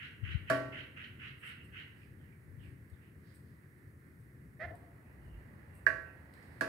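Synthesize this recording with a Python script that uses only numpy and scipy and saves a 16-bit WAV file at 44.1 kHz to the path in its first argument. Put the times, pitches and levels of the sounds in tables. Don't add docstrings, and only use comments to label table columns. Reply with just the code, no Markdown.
import sys
import numpy as np
from scipy import signal
from scipy.fft import rfft, irfft
from scipy.io import wavfile
from scipy.ndimage import uniform_filter1d

SR = 44100
rng = np.random.default_rng(int(sys.argv[2]) if len(sys.argv) > 2 else 0)


def log_audio(samples):
    frames = np.atleast_2d(samples).T
    limited = np.clip(frames, -1, 1)
    pcm = np.round(limited * 32767).astype(np.int16)
    wavfile.write(sys.argv[1], SR, pcm)


N = 294588


def amp(db):
    return 10 ** (np.asarray(db) / 20)


def unit(x):
    return x / np.sqrt(np.mean(x ** 2) + 1e-20)


def read(points, hz):
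    f, value = np.transpose(points)
    return np.interp(np.log(hz + 1), np.log(f + 1), value)


def colour(x, points):
    n = x.shape[-1]
    return unit(irfft(rfft(x) * amp(read(points, np.fft.rfftfreq(n, 1 / SR))), n))


def pan(side_db):
    return unit(amp(np.array([[side_db / 2], [-side_db / 2]])))


def add(mix, start_s, sound):
    part = mix[..., max(round(start_s * SR), 0):][..., :sound.shape[-1]]
    part += sound[..., :part.shape[-1]]


def wander(window, size=N):
    return unit(uniform_filter1d(rng.standard_normal(size), size=window))


def resonate(x, hz, width_hz):
    carrier = np.exp(2j * np.pi * np.cumsum(hz * np.ones(x.shape[-1])) / SR)
    r = np.exp(-np.pi * abs(width_hz) / SR)
    return 2 * (carrier * signal.lfilter([(1 - r) ** 2], [1, -2 * r, r * r], x / carrier + 1e-18)).real


def diffuse(size):
    # (frequency [Hz], left-right correlation [-1..1])
    coherence = [(60, 0.99), (130, 0.97), (290, 0.86), (640, 0.39), (1410, -0.22), (3100, -0.13),
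                 (6820, 0.66), (15000, 1)]
    a, b = rfft(rng.standard_normal((2, size)))
    same = np.clip(read(coherence, np.fft.rfftfreq(size, 1 / SR)), -1, 1)
    return irfft(np.array([a, same * a + np.sqrt(1 - same ** 2) * b]), size)


def yard(x):
    # (frequency [Hz], T60 [s])
    decay_times = [(150, 1), (700, 0.97), (1800, 0.6), (4000, 0.46), (12000, 0.28)]
    hz, t, spectra = signal.stft(diffuse(SR), SR, nperseg=256)
    envelope = amp(-60 * t / read(decay_times, hz)[:, None]) * (1 - np.exp(-t / 0.0028))
    tail = signal.istft(spectra * envelope, SR, nperseg=256)[1]
    return signal.fftconvolve(np.atleast_2d(x), tail / np.linalg.norm(tail[0]), axes=1)[:, :N]


def outdoor_air():
    # (frequency [Hz], gain [dB])
    air_spectrum = [(15, -84), (25, -62), (56, -11.5), (87, -1.5), (145, -3), (166, -9), (354, -16.5),
                    (754, -37.5), (1400, -32), (1840, -31.5), (3080, -52), (3920, -52), (6920, -52.5),
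                    (9320, -45.5), (16000, -49)]
    fall_db_per_s, drift_db = 0.38, 1.7
    t = np.arange(N) / SR
    air = amp(-54) * colour(diffuse(N), air_spectrum)
    low = signal.sosfiltfilt(signal.butter(2, 450, fs=SR, output="sos"), air)
    rumble = low * amp(-0.5 - fall_db_per_s * t + drift_db * wander(6000))
    return rumble * pan(1.8) + amp(-1) * (air - low)


def far_wash():
    # (frequency [Hz], gain [dB])
    wash_spectrum = [(300, -0.5), (600, -12.5), (900, -13), (1300, -9), (1700, 2), (1950, 4.5), (2350, -9),
                     (2900, -18.5), (3500, -26.5), (4500, -23), (6000, -36.5)]
    lull_s, lull_db, fall_db_per_s, rise_db_per_s = 4.18, -70, 1.33, 3
    t = np.arange(N) / SR
    level_db = lull_db + np.maximum(fall_db_per_s * (lull_s - t), rise_db_per_s * (t - lull_s))
    return amp(level_db + 1.5 * wander(3000)) * colour(diffuse(N), wash_spectrum) * pan(-16)


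def drake():
    # (start [s], length [s], level [dB])
    hisses = [(-.02, 0.098, -47), (0.227, 0.13, -48), (0.461, 0.1, -47.5), (0.712, 0.12, -48),
              (0.951, 0.12, -49.5), (1.185, 0.12, -49.5), (1.409, 0.13, -50.5), (1.718, .12, -50.5),
              (1.975, 0.066, -75), (3.02, 0.074, -74)]
    # (frequency [Hz], width [Hz], gain [dB])
    formants = [(1526, 270, -0.5), (2030, 650, 6), (2830, 610, 5.5), (3210, 180, -8)]
    attack_s, release_s, upper_db, whistle_db = 0.029, 0.024, -18.5, -14
    t = np.arange(N) / SR
    flow, upper_gain, whistle_gain, opening = np.zeros((4, N))
    for start_s, length_s, db in hisses:
        age_s = t - start_s
        push = np.clip(age_s / attack_s, 0, 1)
        push *= np.exp(-np.maximum(age_s - 0.76 * length_s, 0) / release_s)
        beak = np.exp(-((age_s / length_s - 0.85) / 0.36) ** 2)
        flow += amp(db) * push
        upper_gain += amp(db + upper_db) * np.sqrt(beak * push)
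        whistle_gain += amp(db + whistle_db) * beak ** 2
        opening += beak
    stretch = 0.9645 + 0.05 * opening
    flutter = amp(2 * wander(180))
    throat = sum(amp(db) / np.sqrt(width_hz) * resonate(diffuse(N), hz * stretch, width_hz)
                 for hz, width_hz, db in formants)
    throat = colour(throat, [(600, -24), (1050, -2), (1350, 0.5), (3250, 1), (3700, -8.5), (6000, -5)])
    upper = resonate(diffuse(N), 3200 + 750 * opening, width_hz=700)
    upper = colour(upper, [(4100, -4.5), (4600, -2.5), (7000, 6)])
    whistle = unit(resonate(diffuse(N), hz=2790, width_hz=330))
    hiss = (flow * throat + upper_gain * upper + whistle_gain * whistle) * flutter * pan(-3.5)
    return amp(-1) * hiss + amp(-4) * yard(hiss)


def puffs():
    # (centre [s], level [dB], frequency [Hz], half length [s], left-right [dB])
    eddies = [(0.235, -28.5, 102, 0.0097, 32), (0.306, -39.5, 80, 0.078, 28),
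              (0.353, -21.5, 98.4, 0.0054, 32), (0.422, -45.5, 90, 0.047, 14), (2.516, -48, 92, 0.019, 14),
              (2.93, -41.5, 94, 0.011, 12)]
    t, out = np.arange(N) / SR, np.zeros((2, N))
    for centre_s, db, hz, half_s, side_db in eddies:
        envelope = amp(db) * np.exp(-((t - centre_s) / half_s) ** 2)
        out += pan(side_db) * envelope * np.sin(2 * np.pi * hz * (centre_s - t))
    return out


def drum():
    # (time [s], ring [dB], place [0 wall..1 rim], slap [dB], slap [Hz], crack [dB], thud [dB])
    knocks = [(0.4994, 0.5, 0.03, -22, 1470, -37, -35), (5.8653, -0.5, 0.94, -9.5, 1692, -45.5, -43.5),
              (6.609, -6.5, 0.37, -19.5, 1610, -39.5, -35.5)]
    # (frequency [Hz], T60 [s], struck on wall [dB], struck on rim [dB], left-right [dB])
    modes = [(128, 0.6, -37, -50, 0), (279, 0.8, -37, -59, 3), (400, 0.85, -43, -65, 4),
             (503, 0.6, -44, -54, 8), (518, 0.62, -42, -49, 7), (611, 0.55, -35, -48, 3),
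             (651, 0.48, -26, -40, 2), (722, 0.45, -48, -64, 14), (872, 0.7, -53, -61, -3),
             (1108, 0.33, -37.5, -41, -7), (1141, 0.52, -35.5, -43, -2), (1350, 0.75, -42, -47, -12),
             (1447, 0.33, -35, -60, -8), (1538, 0.58, -36, -34, -14), (1616, 0.32, -37, -33, -13),
             (1655, 0.24, -44, -34, -24), (1684, 0.33, -52, -31, -9), (1714, 0.24, -31, -28, -20),
             (1743, 0.28, -40, -35, -27), (1784, 0.24, -39, -32, -19), (1873, 0.7, -41, -41, -11),
             (1959, 0.5, -44, -39, -13), (2035, 0.5, -47, -50, -10), (2190, 0.44, -63, -48, -9),
             (2288, 0.3, -46, -62, -14), (2422, 0.35, -51, -46, -10), (2713, 0.35, -56, -52, -1),
             (2860, 0.45, -63, -59, -6)]
    # (delay [s], gain [dB])
    slap_echoes = [(.0045, -11), (.008, -6), (.011, -21), (0.021, -12.5), (.027, -21), (.0365, -13),
                   (.045, -20)]
    # (frequency [Hz], gain [dB])
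    crack_spectrum = [(800, -22), (1500, 15.5), (2600, 7.5), (3400, -0.5), (4700, 4), (6500, -5.5),
                      (11000, -6), (16000, -18)]
    # (frequency [Hz], gain [dB])
    thud_spectrum = [(60, -43), (130, -2), (400, 7.5), (650, 1.5), (850, -5.5), (1150, 4), (2000, -36),
                     (4000, -58)]
    contact_s = 0.0042
    t = np.arange(SR) / SR
    contact = np.sin(np.pi * np.minimum(t / contact_s, 1))
    rings, slaps, blows = np.zeros((3, 2, N))
    for start_s, ring_db, place, slap_db, slap_hz, crack_db, thud_db in knocks:
        for hz, t60_s, wall_db, rim_db, side_db in modes:
            phase = rng.random() + 0.33 * rng.random((2, 1))
            mode_db = ring_db + wall_db + place * (rim_db - wall_db)
            envelope = amp(mode_db - 60 * t / t60_s) * (1 - np.exp(-t / 0.0018))
            add(rings, start_s, pan(side_db) * envelope * np.sin(2 * np.pi * (hz * t + phase)))
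        slap = amp(slap_db) * contact * np.sin(2 * np.pi * slap_hz * t) * pan(-29)
        for delay_s, echo_db in [(0.00079, 0.005)] + slap_echoes:
            add(slaps, start_s + delay_s, amp(echo_db) * slap)
        crack = amp(crack_db) * colour(diffuse(SR) + 0.66 * rng.standard_normal((2, SR)), crack_spectrum)
        crack *= np.exp(-t / 0.01) + 0.25 * np.exp(-t / 0.066)
        thud = amp(thud_db) * colour(diffuse(SR), thud_spectrum)
        thud *= np.exp(-t / 0.022) * (1 - np.exp(-t / 0.0021))
        add(blows, start_s, crack * pan(-1.2) + thud * pan(1.1))
    return rings + slaps + blows + amp(-4.5) * yard(blows) + amp(-17) * yard(slaps)


def gusts():
    # (centre [s], half length [s], level [dB], frequency [Hz], left-right [dB])
    swells = [(0.626, 0.23, -57.5, 80, 6), (2.595, 0.14, -51, 100, 11), (4.68, 0.073, -51, 88, 2),
              (5.331, 0.13, -52, 56, -1), (5.967, .07, -55, 70.4, 2)]
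    t, out, air = np.arange(N) / SR, np.zeros((2, N)), diffuse(N)
    for centre_s, half_s, db, hz, side_db in swells:
        envelope = amp(db) * np.exp(-((t - centre_s) / half_s) ** 2)
        out += pan(side_db) * envelope * unit(resonate(air, hz, width_hz=57))
    return out


def straw():
    # (start [s], length [s], level [dB], softness [0 crisp..1 brushing])
    rustles = [(1.363, 0.091, -80, 0), (1.424, 0.096, -72, 0.12), (1.624, .05, -79, 0.12),
               (1.896, 0.25, -86.5, 0.61), (2.56, 0.19, -85, 0.31), (2.895, 0.011, -77, 0.24),
               (3.195, 0.19, -81, 1), (3.332, 0.044, -73.5, 0.14), (3.377, 0.22, -89.5, 1),
               (4.188, 0.036, -84, 0.15), (4.746, .018, -74, 0.24), (5.195, 0.11, -89, 0.48),
               (5.727, 0.071, -76, 0), (6.152, 0.68, -84, 0.68), (6.335, 0.0075, -66.5, 0.77),
               (6.424, 0.011, -70.5, 0.89)]
    # (frequency [Hz], gain [dB])
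    stalk_spectrum = [(2000, -20), (4500, -12), (6500, -25), (8200, 7.5), (9500, 3), (11500, 1),
                      (13500, -4), (16000, -11)]
    # (frequency [Hz], gain [dB])
    feather_spectrum = [(2000, -6), (3600, -7.5), (4400, -3), (5100, -5), (6200, -19), (9000, -19),
                        (16000, -26)]
    grains_per_s = 5000
    out = np.zeros((2, N))
    for start_s, length_s, db, softness in rustles:
        n = int(length_s * SR)
        grains = amp(3.4 * np.minimum(rng.exponential(1, n), 4)) * (rng.random(n) < grains_per_s / SR)
        crackle = np.sqrt(1 - softness) * colour(diffuse(n) * grains, stalk_spectrum)
        brush = np.sqrt(softness) * colour(diffuse(n), feather_spectrum)
        add(out, start_s, amp(db) * unit((crackle + brush) * np.hanning(n)))
    return out + amp(0.5) * yard(out)


def wheezes():
    # (start [s], length [s], level [dB], from [Hz], to [Hz], width [Hz])
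    peeps = [(1.542, 0.13, -63.5, 2720, 2760, 200), (1.997, 0.074, -68, 2590, 2220, 696),
             (2.178, 0.12, -78.5, 3270, 2620, 400), (2.264, .12, -73.5, 2440, 2050, 500),
             (2.576, .09, -69.5, 3250, 2700, 500), (2.61, 0.12, -68.5, 2650, 2100, 700),
             (2.907, 0.089, -83.5, 3900, 2950, 600), (2.998, 0.11, -74.5, 2670, 2100, 700),
             (5.02, 0.14, -77, 2430, 2620, 300), (5.194, 0.23, -76.5, 2930, 2780, 250),
             (5.671, .17, -77, 2670, 2680, 300), (6.036, 0.11, -67, 2580, 2600, 300)]
    out = np.zeros((2, N))
    air = diffuse(N) * amp(3 * wander(400))
    for start_s, length_s, db, from_hz, to_hz, width_hz in peeps:
        progress = np.linspace(0, 1, int(length_s * SR))
        breath = air[:, int(start_s * SR):][:, :len(progress)]
        whistle = unit(resonate(breath, from_hz + (to_hz - from_hz) * progress, width_hz))
        add(out, start_s, amp(db) * np.sin(np.pi * progress) * whistle * pan(-6.5))
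    return out + amp(-4.5) * yard(out)


def far_swell():
    # (frequency [Hz], gain [dB])
    swell_spectrum = [(30, -16), (50, -8.5), (75, 4), (130, -9), (400, -12), (750, -16.5), (1500, -21),
                      (2100, -29), (3000, -38), (6000, -62)]
    start_s, rise_s, growth_db_per_s, surge_fade_s = 4.58, 0.11, 2.2, 0.22
    age_s = np.maximum(np.arange(N) / SR - start_s, 0)
    surge_db = 11.5 * np.exp(-(age_s / surge_fade_s) ** 2)
    envelope = np.minimum(age_s / rise_s, 1) * amp(-64 + growth_db_per_s * age_s + surge_db)
    return envelope * colour(diffuse(N), swell_spectrum) * pan(-1)


def hen():
    # (frequency [Hz], gain [dB])
    throat_spectrum = [(300, -23.5), (520, 1.5), (690, 3.5), (1000, -20), (1350, -6), (1750, 6),
                       (2020, 4.5), (2600, -17), (3300, -22.5), (5000, -33), (8000, -51)]
    # (delay [s], gain [dB], extra treble gain [dB])
    wall_echoes = [(.036, -11, -6), (.058, -13.5, 0.5), (.098, -4, -33)]
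    start_s, length_s, attack_s, release_s, sag_db_per_s = 4.589, 0.066, 0.029, 0.006, 85
    low_hz, top_hz, top_s, arch_s = 596, 704, 0.054, 0.0299
    break_s, break_width_s = 0.042, 0.0027
    t = np.arange(0, 2 * length_s, 1 / SR)
    push = np.minimum(t / attack_s, 1) * np.exp(-np.maximum(t - length_s, 0) / release_s)
    envelope = push * amp(-40.5 - sag_db_per_s * (t - attack_s))
    pitch_hz = low_hz + (top_hz - low_hz) * np.exp(-((t - top_s) / arch_s) ** 2)
    jitter = 1 + 0.026 * wander(60, len(t))
    phase = 2 * np.pi * np.cumsum(pitch_hz * jitter) / SR
    rasp = 0.94 * (1 + np.tanh((t - break_s) / break_width_s)) / 2
    pulses = sum(np.cos(k * phase) + rasp * np.cos((k - 0.5) * phase) for k in range(1, 11))
    breath = 1.16 * rng.standard_normal(len(t))
    voice = envelope * colour(unit(pulses) + breath, throat_spectrum)
    low, high = (signal.sosfilt(signal.butter(4, 950, kind, fs=SR, output="sos"), voice)
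                 for kind in ("low", "high"))
    out = np.zeros((2, N))
    for delay_s, echo_db, treble_db in [(0.0024, 0, 0)] + wall_echoes:
        add(out, start_s + delay_s, amp(echo_db) * (low * pan(9.4) + amp(treble_db) * high * pan(-12.5)))
    return out + amp(-17) * yard(out)


def scene():
    events = drake() + wheezes() + drum() + hen() + straw()
    return events + puffs() + gusts() + outdoor_air() + far_wash() + far_swell()


def record(dry):
    bass_cut_hz, band_limit_hz = 44, 15800
    lean = signal.sosfilt(signal.butter(6, bass_cut_hz, "high", fs=SR, output="sos"), dry)
    taps = signal.firwin(511, band_limit_hz, window=("kaiser", 9), fs=SR)
    return signal.oaconvolve(lean, taps[None], "same")


dry = scene()
out = record(dry)
log_audio(out)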